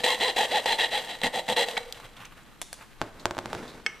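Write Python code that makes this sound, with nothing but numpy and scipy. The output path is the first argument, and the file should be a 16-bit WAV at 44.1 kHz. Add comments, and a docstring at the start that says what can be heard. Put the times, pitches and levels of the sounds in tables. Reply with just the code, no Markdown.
"""A coping saw cuts a notch in plywood held over a bench, heard close by in a small workshop.
Its teeth form an impulse train whose rate rises and falls with each stroke; with the tearing fibres
they force the resonances of board and frame. The blade snags, breaks through and is pulled free.
Impacts then excite damped modes: the offcut bounces, the board is knocked and slid with a rub of
friction, and the saw is set down."""
import sys
import numpy as np
from scipy import signal
from scipy.fft import rfft, irfft
from scipy.io import wavfile

SR = 44100
rng = np.random.default_rng(int(sys.argv[2]) if len(sys.argv) > 2 else 0)


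def to_wav(s):
    """Save 16-bit WAV."""
    ch = np.atleast_2d(s).T  # columns
    pcm = np.round(np.clip(ch, -1, 1) * 32767)  # PCM
    wavfile.write(sys.argv[1], SR, pcm.astype(np.int16))


N = 176400

# Table levels are relative; T60 is the time to decay by 60 dB.
# saw strokes: t/s, length/s, attack/s, level/dB, peak tooth rate/Hz, tooth tone/dB, half-rate tone/dB,
# bass/dB, wood band/dB, treble/dB
STROKES = [(-.08, 0.1, .02, -5.5, 700, -6, -20, 12, 1, -1),
           (0.035, .130, 0.0028, 1, 1090, -5.5, -5.5, -7.5, -6, 0.5),
           (.194, .130, 0.014, -1, 1036, -3.5, -1, -8, -4.5, -1),
           (0.361, 0.11, 0.0023, -0.5, 870, 2, -8.5, -1.5, -3, 1.5),
           (0.497, 0.12, 0.026, -0.5, 860, 6.5, -10, -5, -5.5, -3),
           (0.657, 0.11, 0.0014, 0, 920, 1, -11, -5.5, -5, -1),
           (0.782, 0.097, 0.0065, 0.5, 950, -27, -11, -11, -7, -3.5),
           (.905, .112, .02, -2.5, 847.6, -1.5, -20, -5.5, -5, -2.5),
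           (1.045, .125, 0.06, -10, 750, -20, -10.5, 1, -4, -0.5),
           (1.228, 0.064, 0.0071, 0.5, 300, -13, -21, 11.5, -3, 0.5),
           (1.325, 0.091, 0.018, -4.5, 780, 2.5, -12, 2.5, -1.5, 2.5),
           (1.477, .072, 0.0095, -2, 220.1, -4.5, -26, 6, -0.5, 1.5),
           (1.561, 0.093, 0.0044, 1.5, 560, -4.5, -34, -4, -2, 0)]
BODY_MODES = [(226, 62, -12), (495.6, 44, 2.5), (750, 160, 1), (883, 54, -0.5), (967, 20, -4.5),
              (1907, 145, -1.5), (2123, 61, -9.5), (2794, 240, -8), (3290, 240, -4), (3880, 126, -5),
              (4032, 81, -2.5), (4680, 234, -18), (7170, 170, -22.5), (8335, 270, -20.5)]  # board and saw under the teeth: f/Hz, nominal width/Hz, level/dB
RASP_SPECTRUM = [(100, -24.5), (350, -18.5), (1300, -20), (3000, -14.5), (5500, -25), (9000, -27.5),
                 (10800, -38), (12800, -30.5), (15000, -54)]  # broad response between those modes: f/Hz, level/dB
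SLIDE_ENVELOPE = [(0, -40.5), (1.0, -41.5), (1.2, -50), (1.45, -48), (1.62, -43.5), (1.70, -37.5),
                  (1.76, -43), (1.83, -48), (1.91, -51.5), (2.04, -51), (2.12, -59.5), (2.3, -62.5)]  # loose blade in the cut: t/s, level/dB
SNAGS = [(.041, 6), (0.367, -0.5), (.659, 3), (.788, -1.5), (1.2156, -3), (1.2385, -0.5), (1.2485, -11),
         (1.267, 3), (1.277, -6), (1.4875, -5), (1.5655, -4.5), (1.685, 0.5), (1.776, 2), (1.7782, -2)]  # teeth catch in the kerf: t/s, level/dB
# hum of the frame after the last cut: t/s, level/dB
HUM_ENVELOPE = [(1.56, -63), (1.62, -29), (1.68, -49.5), (1.80, -43), (1.90, -53.5), (2.1, -90)]
FRAME_HITS = [(1.7684, -10, 3200), (1.7693, -10, 3240), (1.7719, -4, 3230), (3.8635, -2.5, 11600),
              (3.8658, -12.5, 3440), (3.8681, -11, 6000)]  # blows on the steel frame: t/s, level/dB, cutoff/Hz
FRAME_MODES = [(483, -19, 0.05), (803, -17, 0.057), (1280, -24, 0.045), (1550, -27, .12), (1855, -6, 0.033),
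               (2214, -0.5, 0.028), (2590, -1.5, 0.0079), (2848, -32, .2), (3150, -4, 0.018),
               (4430, -9, 0.016), (5100, -2.5, 0.0087), (6020, -29.5, 0.2), (7800, -17, 0.028)]  # its distinct modes: f/Hz, level/dB, T60/s
FRAME_RING_SPECTRUM = [(400, -26), (1200, 12), (1700, 2), (3100, 4), (3900, -34), (5200, -52), (5750, 11),
                       (6400, -30), (7900, -23), (9000, -32), (15000, -15)]  # its dense after-ring: f/Hz, level/dB
FRAME_RADIATION = [(100, -25), (450, -8), (900, -9), (1500, 0.5), (8000, -0.5), (13000, -7)]  # its radiation efficiency: f/Hz, level/dB
RUSTLE_ENVELOPE = [(1.9, -59), (2.02, -55), (2.12, -54.5), (2.25, -53), (2.55, -59), (2.65, -61)]  # a hand lets go: t/s, level/dB
RUSTLE_SPECTRUM = [(40, -14), (120, 7), (400, -6.5), (1200, 2), (2800, -5.5), (5000, -19), (14000, -23)]  # skin on wood: f/Hz, level/dB
TOUCHES = [(1.9249, -2.5, 3900, 0.00077), (1.925, 0, 3880, 0.00051), (1.944, -14, 3120, 0.02),
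           (1.9995, -11.5, 990, 0.0037), (2.167, -14, 3250, 0.015), (2.203, -15, 2860, 0.023),
           (2.249, -10.5, 2650, 0.015), (2.2535, -17, 6200, 0.0011), (2.431, -31.5, 7100, 0.0046),
           (3.196, -15, 4100, 0.011), (3.203, -24.5, 6800, 0.011), (3.212, -25, 3900, .005),
           (3.678, -10.5, 3800, 0.04)]  # scuffs of blade and fingers: t/s, level/dB, f/Hz, decay/s
BOUNCES = [(2.6159, -1), (2.6197, -6.5), (2.6268, -13), (2.7295, -3.5), (2.7403, -15)]  # the offcut hits the mat: t/s, level/dB
OFFCUT_MODES = [(760, -9.5, 0.029), (1630, -6.5, 0.024), (3500, 3.5, 0.0076), (6540, -11, 0.006),
                (6960, -14, 0.0029), (9000, -3, .003)]  # its modes: f/Hz, level/dB, T60/s
CRACK_SPECTRUM = [(200, -19), (600, 5.5), (3000, -1.5), (7000, -1), (10000, 0.5), (15000, -15)]  # its contact: f/Hz, level/dB
OFFCUT_REVERB_SPECTRUM = [(300, -8), (1500, -12), (3600, -1), (4800, 1), (7000, 1.5), (10000, -5),
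                          (14000, -7)]  # its echo in the room: f/Hz, level/dB
DRAG_ENVELOPE = [(2.95, -91.5), (3.01, -51), (3.04, -42), (3.12, -59), (3.22, -48.5), (3.33, -57),
                 (3.39, -45.5), (3.46, -46), (3.56, -37.5), (3.64, -43.5), (3.75, -46.5), (3.85, -52.5),
                 (4, -59)]  # the board slides on the mat: t/s, level/dB
DRAG_SPECTRUM = [(30, -16), (60, -4.5), (257, 0.5), (700, -7), (1400, -10), (2200, -14), (3050, -20),
                 (3700, -18.5), (4700, -22.5), (7500, -28.5), (10000, -32), (15000, -44)]  # its friction: f/Hz, level/dB
KNOCKS = [(3.0158, -2, 2240, -1), (3.023, -16, 3000, 6), (3.0312, -22, 1500, -4), (3.256, 0.5, 5400, -3),
          (3.2665, -16, 3000, -2), (3.3099, -8.5, 3500, 0.5), (3.3496, -21, 3000, -15),
          (3.369, -8.5, 690, -15), (3.381, -12, 3500, 4), (3.3887, -6.5, 4000, -7), (3.399, -31, 9000, -2),
          (3.4583, -11, 3450, -1), (3.531, -8.5, 2880, -6.5), (3.5499, -13, 3500, 2.5)]  # the board hits the bench: t/s, level/dB, cutoff/Hz, ring/dB
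CLACK_SPECTRUM = [(30, -36), (70, -14), (200, -11), (500, 1.5), (900, 4.5), (1400, 0), (2200, -6.5),
                  (3500, -7), (5500, -11), (7500, -12.5), (10000, -20.5), (15000, -24)]  # its contact: f/Hz, level/dB
BOARD_MODES = [(106, -9.5, 0.22), (168, -11.5, 0.11), (285, -17, 0.14), (355, 7, 0.058), (490, -7, 0.073),
               (683, 1, 0.041), (900, 1, 0.02), (1570, -6, 0.037), (3550, -12, 0.015)]  # its modes: f/Hz, level/dB, T60/s
# room tone: f/Hz, level/dB
AIR_SPECTRUM = [(15, 6.5), (25, 7.5), (38, -7.5), (52, -4), (76, -16.5), (240, -10.5), (350, -13.5),
                (650, -27.5), (1300, -22), (2800, -29), (4500, -31.5), (7100, -34.5), (14000, -39)]
ROOM_SPECTRUM = [(80, -17), (400, 3), (1500, 0), (4000, -7.5), (8000, -2.5), (15000, -7.5)]  # reverberation: f/Hz, level/dB
SIDE_SPECTRUM = [(30, -8), (120, -34), (500, -23.5), (2000, -16.5), (4000, -12), (8000, -2), (14000, -4.5)]  # stereo side against mid: f/Hz, level/dB

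SAW_DB, TONE_DB, FIBRE_DB, EASE_DB = -25, -5, -1, 5
TURN_S, RELEASE_S, LOUDNESS_POWER = .012, 0.021, 0.27
TOOTH_JITTER, BLADE_SHIFT = .016, .008  # fractional spreads of frequency
TOOTH_SCATTER_DB, FIBRE_SCATTER_DB, TONE_WAVER_DB = 2, 2, .8
CHATTER_DB, CHATTER_HZ = 1.6, 170
SNAG_DB, FRAME_DB, FRAME_RING_DB, TOUCH_DB = -2.5, -16.5, -14, -7.5
OFFCUT_DB, CRACK_DB, CLACK_DB, BOARD_DB = -30, -7.5, 5, -27
AIR_DB, ROOM_DB, OFFCUT_REVERB_DB, ROOM_T60_S = -52, -16.5, -10, 0.57
AIR_SIDE_DB, ROOM_SIDE_DB, LEFT_DB = -3.5, -12.5, 0.2
HUM_HZ, TOP_HZ = 494, 14500


def undb(db):
    """Amplitude ratio of a level."""
    return 10 ** (np.asarray(db) / 20)


def unit(x):
    """Normalisation to unit RMS."""
    return x / np.sqrt(np.mean(x ** 2))


def times():
    """Sample times in seconds."""
    return np.arange(N) / SR


def wander(rate):
    """Random modulation of unit RMS, interpolated between `rate` values a second."""
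    return unit(np.interp(times() * rate, np.arange(4096), rng.standard_normal(4096)))


def envelope(points):
    """Amplitude envelope from (t/s, level/dB) points."""
    return undb(np.interp(times(), *np.array(points).T))


def gains(points):
    """Magnitude response from (f/Hz, level/dB) points."""
    hz, db = np.array(points).T
    return undb(np.interp(np.log(np.fft.rfftfreq(8192, 1 / SR) + 1), np.log(hz), db))


def response(gain):
    """Minimum-phase impulse response of unit energy, by folding the cepstrum."""
    cepstrum = irfft(np.log(gain + 1e-9))
    half = len(cepstrum) // 2
    cepstrum[1:half] *= 2
    cepstrum[half + 1:] = 0
    h = irfft(np.exp(rfft(cepstrum)))[:half]
    return h / np.linalg.norm(h)


def resonance(hz, width):
    """Magnitude response of a damped oscillator."""
    f = np.fft.rfftfreq(8192, 1 / SR) + 1
    return 1 / np.hypot(1, (f * f - hz * hz) / (f * width))


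def through(x, h):
    """Linear filtering by convolution."""
    return signal.fftconvolve(x, h)[:N]


def soften(x, hz):
    """A soft contact acts as a one-pole low-pass."""
    a = np.exp(-2 * np.pi * hz / SR)
    return signal.lfilter([1 - a], [1, -a], x)


def ring(modes):
    """Free vibration as a sum of damped sinusoids."""
    t = times()[:SR // 2]
    return sum(undb(db) * np.sin(2 * np.pi * hz * t) * undb(-60 * t / t60) for hz, db, t60 in modes)


def tail(spectrum, t60):
    """Overlapping modes merge into decaying noise, here of unit energy."""
    noise = through(rng.standard_normal(SR), response(gains(spectrum)))[:SR]
    h = noise * undb(-60 * times()[:SR] / t60)
    return h / np.linalg.norm(h)


def burst(decay_s):
    """A brief contact is broadband: partly whitened noise of unit energy."""
    spectrum = rfft(rng.standard_normal(4096) * np.exp(-times()[:4096] / decay_s))
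    x = irfft(spectrum / abs(spectrum) ** .5)[:3072]
    return x / np.linalg.norm(x)


def place(events):
    """Superposition of (t/s, sound) pairs."""
    out = np.zeros(2 * N)
    for s, x in events:
        i = int(s * SR)
        out[i:i + len(x)] += x
    return out[:N]


def grains(scatter_db):
    """Shot noise from dense tiny fractures of uneven size."""
    impulses = rng.standard_normal(N) * (rng.random(N) < .2)
    return unit(impulses * undb(scatter_db * np.minimum(rng.exponential(size=N), 5)))


def body(shift):
    """The resonances of board and saw add in power; blade tension shifts the upper ones."""
    power = sum((undb(db) * resonance(hz * (1 + shift * (hz > 1500)), 1.63 * width) ** 2) ** 2
                for hz, width, db in BODY_MODES)
    return np.sqrt(power + gains(RASP_SPECTRUM) ** 2)


def saw_stroke(start, length, attack, db, top_hz, tone_db, half_db, bass_db, wood_db, treble_db):
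    """Forced vibration: tooth impacts, at a rate set by blade speed, and torn fibres drive the body."""
    t = times() - start
    progress = np.clip((t + TURN_S) / (length + 2 * TURN_S), 0, 1)
    speed = np.abs(np.sin(np.pi * progress))
    contact = np.clip(t / attack, 0, 1) * np.clip((length - t) / RELEASE_S, 0, 1)
    push = undb(SAW_DB + db - EASE_DB * (progress - .5)) * speed ** LOUDNESS_POWER * contact
    tooth_hz = top_hz * speed
    cycles = np.cumsum(tooth_hz * (1 + TOOTH_JITTER * wander(500))) / SR
    teeth = np.diff(np.floor(cycles), prepend=0) * undb(TOOTH_SCATTER_DB * wander(1000))
    teeth *= 0.51 * np.sqrt(SR / (tooth_hz + 100))  # power nearly independent of rate
    fibres = undb(FIBRE_DB) * grains(FIBRE_SCATTER_DB) * (1 + 0.33 * np.cos(2 * np.pi * cycles))
    force = (teeth + fibres) * undb(CHATTER_DB * wander(CHATTER_HZ)) * push
    colour = gains([(220, bass_db), (450, wood_db), (1000, wood_db),
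                    (1800, 0.0049), (4000, 0.045), (7000, treble_db)])
    rasp = through(force, response(body(BLADE_SHIFT * rng.standard_normal()) * colour))
    whine = undb(tone_db) * np.sin(2 * np.pi * cycles) + undb(half_db) * np.sin(np.pi * cycles)
    return rasp + undb(TONE_DB + TONE_WAVER_DB * wander(90)) * push * speed * whine


def blade_slide():
    """Sliding friction of the loose blade, weakly coupled to the body."""
    friction = envelope(SLIDE_ENVELOPE) * grains(2.9) * undb(2 * wander(90))
    return through(friction, response(body(0) ** 0.68))  # the exponent flattens the resonances


def room_tone():
    """Stationary background noise, strongest in the bass."""
    return undb(AIR_DB) * unit(through(rng.standard_normal(N), response(gains(AIR_SPECTRUM))))


def reverberation(sources, chip):
    """Diffuse reflections decay exponentially; those of the offcut are brighter."""
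    room = undb(ROOM_DB) * through(sources, tail(ROOM_SPECTRUM, ROOM_T60_S))
    return room + undb(OFFCUT_REVERB_DB) * through(chip, tail(OFFCUT_REVERB_SPECTRUM, ROOM_T60_S))


def snags():
    """Impulsive excitation of the body as teeth catch."""
    jolts = place((s, undb(SNAG_DB + db) * burst(decay_s=0.0026)) for s, db in SNAGS)
    return through(jolts, response(body(0)))


def frame_hum():
    """One resonance of the frame lingers as narrow-band noise."""
    mode = response(resonance(HUM_HZ, width=60) ** 2)
    return envelope(HUM_ENVELOPE) * through(rng.standard_normal(N), mode)


def frame_clanks():
    """Free vibration of the struck steel frame, too thin to radiate bass."""
    after_ring = undb(FRAME_RING_DB) * tail(FRAME_RING_SPECTRUM, t60=0.77)[:SR // 2]
    vibration = undb(FRAME_DB) * ring(FRAME_MODES) + after_ring
    clank = through(vibration, response(gains(FRAME_RADIATION)))[:SR // 2]
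    return place((s, undb(db) * soften(soften(clank, hz), hz)) for s, db, hz in FRAME_HITS)


def hand_rustle():
    """Friction noise of skin brushing wood."""
    friction = grains(2.1) * undb(3.6 * wander(40))
    return envelope(RUSTLE_ENVELOPE) * through(friction, response(gains(RUSTLE_SPECTRUM)))


def touches():
    """Light contacts of blade and fingers each excite one heavily damped resonance."""
    return place((s, undb(TOUCH_DB + db) * through(burst(decay), response(resonance(hz, width=650))))
                 for s, db, hz, decay in TOUCHES)


def offcut_bounces():
    """Each impact of the chip gives a dry contact transient and excites its modes."""
    contact = response(gains(CRACK_SPECTRUM))
    rings = place((s, undb(OFFCUT_DB + db) * ring(OFFCUT_MODES)) for s, db in BOUNCES)
    cracks = place((s, undb(CRACK_DB + db) * through(burst(0.0011), contact)) for s, db in BOUNCES)
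    return rings + cracks


def board_drag():
    """Sliding friction of the board on the mat gives a low, uneven rub."""
    friction = grains(2.5) * undb(1.2 * wander(70))
    return envelope(DRAG_ENVELOPE) * through(friction, response(gains(DRAG_SPECTRUM)))


def board_knocks():
    """Impacts clack and excite the low plate modes; softer contacts carry less treble."""
    clack = undb(CLACK_DB) * response(gains(CLACK_SPECTRUM))
    modes = undb(BOARD_DB) * ring(BOARD_MODES)
    clacks = place((s, undb(db) * soften(clack, hz)) for s, db, hz, _ in KNOCKS)
    rings = place((s, undb(db + ring_db) * soften(modes, hz)) for s, db, hz, ring_db in KNOCKS)
    return clacks + rings


def scene():
    """Direct and diffuse sound add; scattering from the bench widens the treble."""
    chip = offcut_bounces()
    saw = blade_slide() + snags() + frame_hum() + sum(saw_stroke(*row) for row in STROKES)
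    handling = frame_clanks() + touches() + board_drag() + board_knocks() + hand_rustle()
    mid = saw + handling + chip + room_tone() + reverberation(saw + handling, chip)
    width = gains(SIDE_SPECTRUM)
    scattered = through(saw, burst(0.009)) + through(handling + chip, burst(0.0051))
    side = through(scattered, response(width)) * np.sqrt(np.mean(width ** 2))
    side += undb(AIR_SIDE_DB) * room_tone()
    side += undb(ROOM_SIDE_DB) * reverberation(saw + handling, chip)
    return np.array([(mid + side) * undb(LEFT_DB / 2), (mid - side) * undb(-LEFT_DB / 2)])


def record(dry):
    """Band limiting removes the deepest bass and the highest treble."""
    dry = signal.sosfilt(signal.butter(2, 20, "highpass", fs=SR, output="sos"), dry)
    return signal.sosfilt(signal.ellip(8, .2, 70, TOP_HZ, fs=SR, output="sos"), dry)


dry = scene()
out = record(dry)
to_wav(out)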